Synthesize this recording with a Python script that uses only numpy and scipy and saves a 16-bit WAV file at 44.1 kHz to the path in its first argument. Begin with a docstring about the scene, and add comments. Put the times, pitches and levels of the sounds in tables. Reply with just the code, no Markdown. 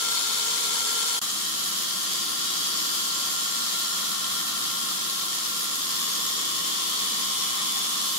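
"""In an open workshop, a water-cooled bridge saw grinds through a stone slab, heard from one spot, then a second.
Behind it the frame drones, the motor whines faintly (wavering sines), and chips and drops tick (short noise bursts).
In front, grit and water hiss (shaped noise) and the steel blade rings (noise through narrow resonances), more under load.
The blade beats on the stone about 80 times a second, and shifts once in its slot, which passes the ringing to other modes.
The noise is unrelated at the two ears, so the sound arrives from all around."""
import sys
import numpy as np
from scipy import signal
from scipy.fft import rfft, irfft, next_fast_len
from scipy.io import wavfile
from scipy.ndimage import uniform_filter1d

SR = 44100
rng = np.random.default_rng(int(sys.argv[2]) if len(sys.argv) > 2 else 0)


def master_out(mix):
    """Clip the mix to full scale and print it as 16-bit PCM to the path in sys.argv[1]."""
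    frames = np.transpose(np.atleast_2d(mix))
    ceiling = np.clip(frames, -1, 1)
    pcm = np.round(ceiling * 32767).astype(np.int16)
    wavfile.write(sys.argv[1], SR, pcm)


N = 360738  # length in samples

# Levels in the tables are starting points: load, slow wavering and ear balance still act on them.
# Each resonance is passed twice, so its final peak is narrower than the width listed.

# larger stone chips: t/s, size/dB (before the common chip_db and the band filter in ticks)
CHIP_HITS = [(0.0154, -18), (2.1194, -15), (2.2774, -20), (2.3574, -21), (4.9884, -19), (5.3754, -21),
             (7.6264, -21)]
# partials of the motor whine: harmonic number, sideband number, level/dB, change when the blade shifts/dB
WHINE_PARTIALS = [(1, 0, -64, 0), (1, 1, -62, 0), (2, 0, -50.2, 3.2), (2, 1, -46.3, -2.5),
                  (3, 0, -50.2, -1), (4, 1, -53, 5), (5, 0, -57, 0), (5, 1, -51.5, -2)]
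# other resonances of frame and blade: f/Hz, width/Hz, level at first spot/dB, level at second spot/dB
MACHINE_MODES = [(205.5, 120, -55, -49.5), (322, 80, -67, -52.0), (468, 120, -50.5, -59.5),
                 (752, 94, -54.5, -57.0), (958, 170, -44.5, -56.5), (1199, 280, -47, -43.4),
                 (1626, 120, -49.5, -55.5), (1845, 220, -50.5, -49.5), (2153, 250, -46, -54),
                 (3172, 130, -38.5, -44), (3302, 130, -44.5, -42.2), (3858, 210, -44, -43),
                 (4200, 200, -45, -44), (4400, 120, -38.3, -47.5), (4670, 280, -47, -43),
                 (5016, 210, -49, -45.0), (5480, 370, -42, -42), (6440, 200, -43, -48.5),
                 (6780, 290, -39, -41), (7450, 660, -37.3, -41.8), (8105, 190, -44.0, -45.5),
                 (8700, 180, -44, -47), (9365, 290, -42, -48), (9940, 220, -41.5, -46.0),
                 (10430, 280, -42, -45), (10770, 650, -41, -42.5), (12250, 580, -44, -40.5),
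                 (13045, 310, -49.0, -54), (14095, 800, -49.5, -46.5)]
# broad noise of motor, grit and spray: f/Hz, level at first spot/dB per Hz, level at second spot/dB per Hz
HISS_SPECTRUM = [(25, -90, -90.5), (70, -87, -86.9), (143, -79.5, -83), (300, -72.5, -79.5),
                 (623, -79, -79.0), (1470, -87, -89.5), (2580, -71.5, -75), (2790, -71.5, -70.5),
                 (3320, -64.8, -67.3), (6000, -66, -68), (8300, -73.5, -75), (11500, -74.5, -75.5),
                 (13500, -78.4, -83), (15700, -78.3, -80)]
# slight tone shaping of the grit noise: f/Hz, gain/dB
GRIT_TONE = [(2600, 0), (2920, -1), (3100, -0.94), (6500, -0.6), (7800, 1.6), (9000, 1)]
# narrow bands of noise that swell and die away; those near 7.5 kHz belong to the motor whine:
# start t/s, end t/s, f/Hz, width/Hz, level at the height/dB
PASSING_BANDS = [(0.0, 0.45, 3760, 70, -39), (0.0, 1.15, 455, 41, -55), (0.55, 1.2, 7490, 40, -45.5),
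                 (1.0, 1.3, 6830, 70, -47), (1.2, 6.5, 1805, 57, -53.7), (1.3, 4.3, 6470, 240, -45),
                 (1.9, 2.9, 332, 40, -54.5), (1.8, 3.3, 4770, 150, -39.5), (2.5, 5.3, 684, 140, -58.5),
                 (2.5, 4.0, 4640, 70, -43), (3.0, 3.7, 7495, 22, -41.5), (3.9, 4.25, 7495, 22, -46),
                 (3.2, 5.1, 1375, 50, -45), (3.5, 3.7, 8400, 80, -42.5), (3.5, 5.1, 3910, 70, -43),
                 (5.7, 7.8, 463, 70, -55.5), (6.0, 8.1, 3175, 77, -40.8), (6.8, 8.18, 775, 64, -55),
                 (7.0, 7.9, 2210, 420, -48), (7.1, 7.35, 5030, 80, -41), (7.3, 7.55, 5560, 80, -41)]
# leading blade modes: f/Hz, width/Hz, level at first spot/dB, level at second spot/dB,
# change when the blade shifts/dB
LEADING_MODES = [(1076, 90, -47.9, -42.6, 1.8), (1371, 57, -38.1, -42.6, -6.3),
                 (3486, 100, -39.3, -42.3, 5.4)]
# how hard the blade bites as the slab is fed in: t/s, load/dB
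FEED_LOAD = [(1.2, -0.15), (1.25, -0.3), (2.0, -0.2), (2.8, 0.55), (4.0, -0.1), (5.1, -0.7), (5.8, -0.6),
             (6.7, 0.45), (8.18, 0.3)]
# balance between the ears, one table per spot: f/Hz, left minus right level/dB
EAR_BALANCE = [
    [(60, -0.5), (99, 1.0), (160, 2.5), (270, 1.5), (450, 7), (740, 0.5), (1220, 3), (2010, 3.0),
     (3330, 2.0), (5500, 4), (9080, -1), (15000, -0.5)],
    [(60, -1), (92, 3.5), (140, 4), (210, 6), (330, 2), (500, 0.5), (770, 0.5), (1170, 0), (1790, 3),
     (2740, 0.5), (4190, 1.5), (6410, 1.0), (9810, -1), (15000, 0.5)],
]
# brief dip in level between the two spots: t/s, gain/dB
LEVEL_DIP = [(1.189, 0), (1.193, -7), (1.195, -22), (1.213, -21), (1.216, 0)]

MOVE_S = 1.204  # the second spot begins
BEAT_HZ, WHINE_HZ = 80.6, 1481.8  # at the motor's usual speed
SAG_HZ_PER_DB, SHIFT_SAG_HZ = 1.0, 2.3  # the whine sags with load, and once more when the blade shifts
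SHIFT_S, SHIFT_LASTS_S = 5.8, 0.4  # middle and length of the blade's shift
SPRAY_FOLLOWS, SINGING_FOLLOWS, WHINE_FOLLOWS = 0.4, 1.3, 2.5  # dB of rise for one dB of load
BUILD_S, BUILD_DB = 1.7, 3.6  # at the second spot the singing starts this much quieter and builds up
FRAME_TOP_HZ = 850  # modes below belong to the frame, those above to the blade
SPRAY_FROM_HZ = 8500  # blade modes from here up follow the spray instead of the bite
CUTOFF_HZ = 15700


def from_db(db):
    """Turn decibels into a gain."""
    return np.exp(np.asarray(db) * (np.log(10) / 20))


def rms_one(x):
    """Scale to an average strength (rms) of 1."""
    return x / np.sqrt(np.mean(x ** 2) + 1e-20)


def in_time(rows, t):
    """Read each column of a time table at the times t, joining its points with straight lines."""
    s, *columns = np.transpose(rows)
    return [np.interp(t, s, column) for column in columns]


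def coloured(x, hz, db):
    """Make some pitches louder than others, by a gain curve drawn over log frequency."""
    size = next_fast_len(x.shape[-1] + 4096)
    f = np.maximum(np.fft.rfftfreq(size, 1 / SR), 1)
    gain = from_db(np.interp(np.log(f), np.log(hz), db))
    return irfft(rfft(x, size) * gain, size)[..., :x.shape[-1]]


def drift(t, rate):
    """Smooth random wandering of rms 1: noise smoothed twice, with about `rate` new values a second."""
    r = np.exp(-2 * np.pi * rate / 1000)
    # drawn at 1000 points a second; the start-up of the smoothing is thrown away
    slow = signal.lfilter([1], [1, -2 * r, r * r], rng.standard_normal(12000))[3000:]
    return np.interp(t * 1000, np.arange(len(slow)), rms_one(slow))


def resonance(x, hz, width):
    """Two equal peak filters in a row let only a narrow band ring, scaled to rms 1."""
    section = np.concatenate(signal.iirpeak(hz, hz / width, fs=SR))
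    return rms_one(signal.sosfilt([section, section], x))


def white(t):
    """Noise with all pitches equally strong, unrelated at the two ears."""
    return rng.standard_normal((2, len(t)))


def sustained(x, hz, evenness):
    """A steadily driven mode limits its own swing, so it rings more evenly than filtered noise."""
    power = uniform_filter1d(x ** 2, size=round(2 * SR / hz), axis=-1)  # averaged over two cycles
    return rms_one(x / (np.abs(power) + 0.02) ** (evenness / 2))


def load_db(t):
    """How hard the blade bites at the times t."""
    return in_time(FEED_LOAD, t)[0]


def shifted(t):
    """Goes from 0 to 1 as the blade shifts in the slot."""
    return np.clip((t - SHIFT_S) / SHIFT_LASTS_S + 0.5, 0, 1)


def speed(t):
    """Motor speed as a share of its usual speed; load and the drag of the shifted blade slow it a little."""
    return 1 - (SAG_HZ_PER_DB * load_db(t) + SHIFT_SAG_HZ * shifted(t)) / WHINE_HZ


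def beating(t, depth, sharpness):
    """Gain of the blade's contact: one short surge of power in each beat, at a rate tied to the motor's speed."""
    beats = BEAT_HZ * np.cumsum(speed(t)) / SR
    surge = np.exp(sharpness * (np.cos(2 * np.pi * beats) - 1))
    return rms_one(np.sqrt(1 + depth * surge))


def ticks(t, per_s=22, grain_db=-41, spread_db=2.5, chip_db=-11, decay_s=0.0012):
    """Chips and drops hit guard and slab: very short bright noise bursts, many small and a few large."""
    sizes = from_db(grain_db + spread_db * np.minimum(rng.exponential(1, N), 3))
    hits = sizes * (rng.random(N) < per_s / SR)
    for s, size_db in CHIP_HITS:
        hits[round(s * SR)] = from_db(size_db + chip_db)
    # every hit dies away exponentially
    envelope = signal.lfilter([1], [1, -np.exp(-1 / (decay_s * SR))], hits + 1e-18)
    band = signal.butter(2, [3200, 12000], "band", fs=SR, output="sos")
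    return signal.sosfilt(band, envelope * white(t))


def whine(t, waver_db=2.3, blur_hz=2.1):
    """Motor harmonics, some one beat rate higher, grow with load; each wavers on its own way to each ear."""
    run_s = np.cumsum(speed(t)) / SR
    effort_db = WHINE_FOLLOWS * load_db(t)
    shift = shifted(t)
    out = np.zeros((2, len(t)))
    for harmonic, sideband, level_db, change_db in WHINE_PARTIALS:
        turns = (harmonic * WHINE_HZ + sideband * BEAT_HZ) * run_s
        height = np.sqrt(2) * from_db(level_db + effort_db + change_db * shift)
        for ear in range(2):
            wobble = np.cumsum(blur_hz * np.sqrt(harmonic) * drift(t, 13.8)) / SR
            waver = from_db(waver_db * drift(t, 3))
            out[ear] += height * waver * np.sin(2 * np.pi * (turns + wobble))
    return out


def machine_mode(t, spot, row, wander_db=0.9):
    """One resonance of the machine, rung by noise, and its slowly wandering gain."""
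    hz, width, *level_db = row
    mode = resonance(white(t), hz, width)
    return mode, from_db(level_db[spot] + wander_db * drift(t, 0.64))


def frame_drone(t, spot):
    """The low modes of the frame drone on, a little more evenly than plain filtered noise."""
    drone = 0
    for row in MACHINE_MODES:
        if row[0] < FRAME_TOP_HZ:
            mode, gain = machine_mode(t, spot, row)
            drone = drone + sustained(mode, row[0], evenness=0.24) * gain
    return drone


def bite_and_spray(t, chatter_db=0.75, flutter_db=0.52, splash_db=0.55, slosh_db=0.15, spray_share=0.25):
    """Gains of cut and water: chatter and feed make the bite uneven; the water follows it a little and splashes."""
    chatter = chatter_db * resonance(rng.standard_normal(len(t)), 91, 110)
    unsteady_db = chatter + flutter_db * drift(t, 17)
    bite = from_db(load_db(t) + unsteady_db)
    water_db = splash_db * drift(t, 23) + slosh_db * drift(t, 3)
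    spray = from_db(SPRAY_FOLLOWS * load_db(t) + spray_share * unsteady_db + water_db)
    return bite, spray


def hiss(t, spot):
    """Broad noise split in two: grit fills the middle, with its tone slightly shaped; water spray fills the top."""
    hz, *density_db = np.transpose(HISS_SPECTRUM)
    noise = coloured(white(t), hz, density_db[spot]) * np.sqrt(SR / 2)  # makes the table's dB count per Hz
    top = coloured(noise, [7000, 10000], [-30, 0])
    grit = coloured(noise - top, *np.transpose(GRIT_TONE))
    return grit, top


def blade_modes(t, spot, bite, spray, flicker_db=1.1):
    """The many lesser modes of the blade ring and flicker with the bite, the highest ones with the spray."""
    ringing = 0
    for row in MACHINE_MODES:
        if row[0] >= FRAME_TOP_HZ:
            mode, gain = machine_mode(t, spot, row)
            flicker = from_db(flicker_db * drift(t, 14))
            ringing = ringing + mode * gain * flicker * (bite if row[0] < SPRAY_FROM_HZ else spray)
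    return ringing


def grinding(t, spot):
    """Frame drone, ringing blade and hiss at one spot; all but the drone surge with the blade's beats."""
    bite, spray = bite_and_spray(t)
    grit, top = hiss(t, spot)
    cut = (blade_modes(t, spot, bite, spray) + grit * bite) * beating(t, depth=0.22, sharpness=2.2)
    water = top * spray * beating(t, depth=0.2, sharpness=2.5)
    return frame_drone(t, spot) + cut + water


def brief_rings(count=220, low_hz=3150, high_hz=11500, width_hz=21, level_db=-50.3, spread_db=2.5,
                fall_db=7.0, length_s=0.3):
    """Single grains catch and set high blade modes ringing for a moment: rows like those of PASSING_BANDS."""
    when, place, lasting, size = rng.random((count, 4)).T
    start = when * N / SR - length_s / 2
    end = start + length_s * (0.5 + lasting)
    hz = low_hz * (high_hz / low_hz) ** place
    width = width_hz * hz / low_hz
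    # higher rings are weaker; a few come out much stronger than the rest
    height_db = level_db - fall_db * place - spread_db * np.log(np.maximum(size, 0.05))
    return list(zip(start, end, hz, width, height_db))


def passing_bands(t):
    """Narrow bands of noise swell and die away: the listed ones (near 7.5 kHz, motor whine) and the brief rings."""
    out = np.zeros((2, len(t)))
    for start, end, hz, width, level_db in PASSING_BANDS + brief_rings():
        on = slice(*np.searchsorted(t, [start, end]))
        if len(t[on]):
            swell = np.sqrt(np.abs(np.sin(np.pi * (t[on] - start) / (end - start))))
            band = sustained(resonance(white(t[on]), hz, width), hz, evenness=0.37)
            out[:, on] += from_db(level_db) * swell * band
    return out


def singing(t, spot, waver_db=0.6):
    """Friction keeps the leading blade modes ringing almost evenly; they follow the load, and each beat nudges them."""
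    drive_db = SINGING_FOLLOWS * load_db(t)
    if spot == 1:
        drive_db = drive_db - BUILD_DB * np.clip(1 - (t - MOVE_S) / BUILD_S, 0, 1)
    out = 0
    for hz, width, *level_db, change_db in LEADING_MODES:
        gain = from_db(level_db[spot] + drive_db + change_db * shifted(t) + waver_db * drift(t, 3))
        out = out + gain * sustained(resonance(white(t), hz, width), hz, evenness=0.94)
    return out * beating(t, depth=0.8, sharpness=9.8)


def scene():
    """The two spots one after the other, with whine, passing bands and ticks running through both."""
    t = np.arange(N) / SR
    parts = []
    for spot, span in enumerate(np.split(t, [round(MOVE_S * SR)])):
        left, right = grinding(span, spot) + singing(span, spot)
        hz, lean_db = np.transpose(EAR_BALANCE[spot])
        parts.append([coloured(left, hz, lean_db / 2), coloured(right, hz, -lean_db / 2)])
    saw = np.concatenate(parts, axis=1)
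    tones = (whine(t) + passing_bands(t)) * from_db([[1.0], [-1.5]])  # left ear, right ear
    return (saw + tones + ticks(t)) * from_db(in_time(LEVEL_DIP, t)[0])


def record(dry):
    """A steep low-pass filter takes away the very top of the sound."""
    return signal.sosfilt(signal.ellip(12, 0.1, 80, CUTOFF_HZ, fs=SR, output="sos"), dry)


dry = scene()
out = record(dry)
master_out(out)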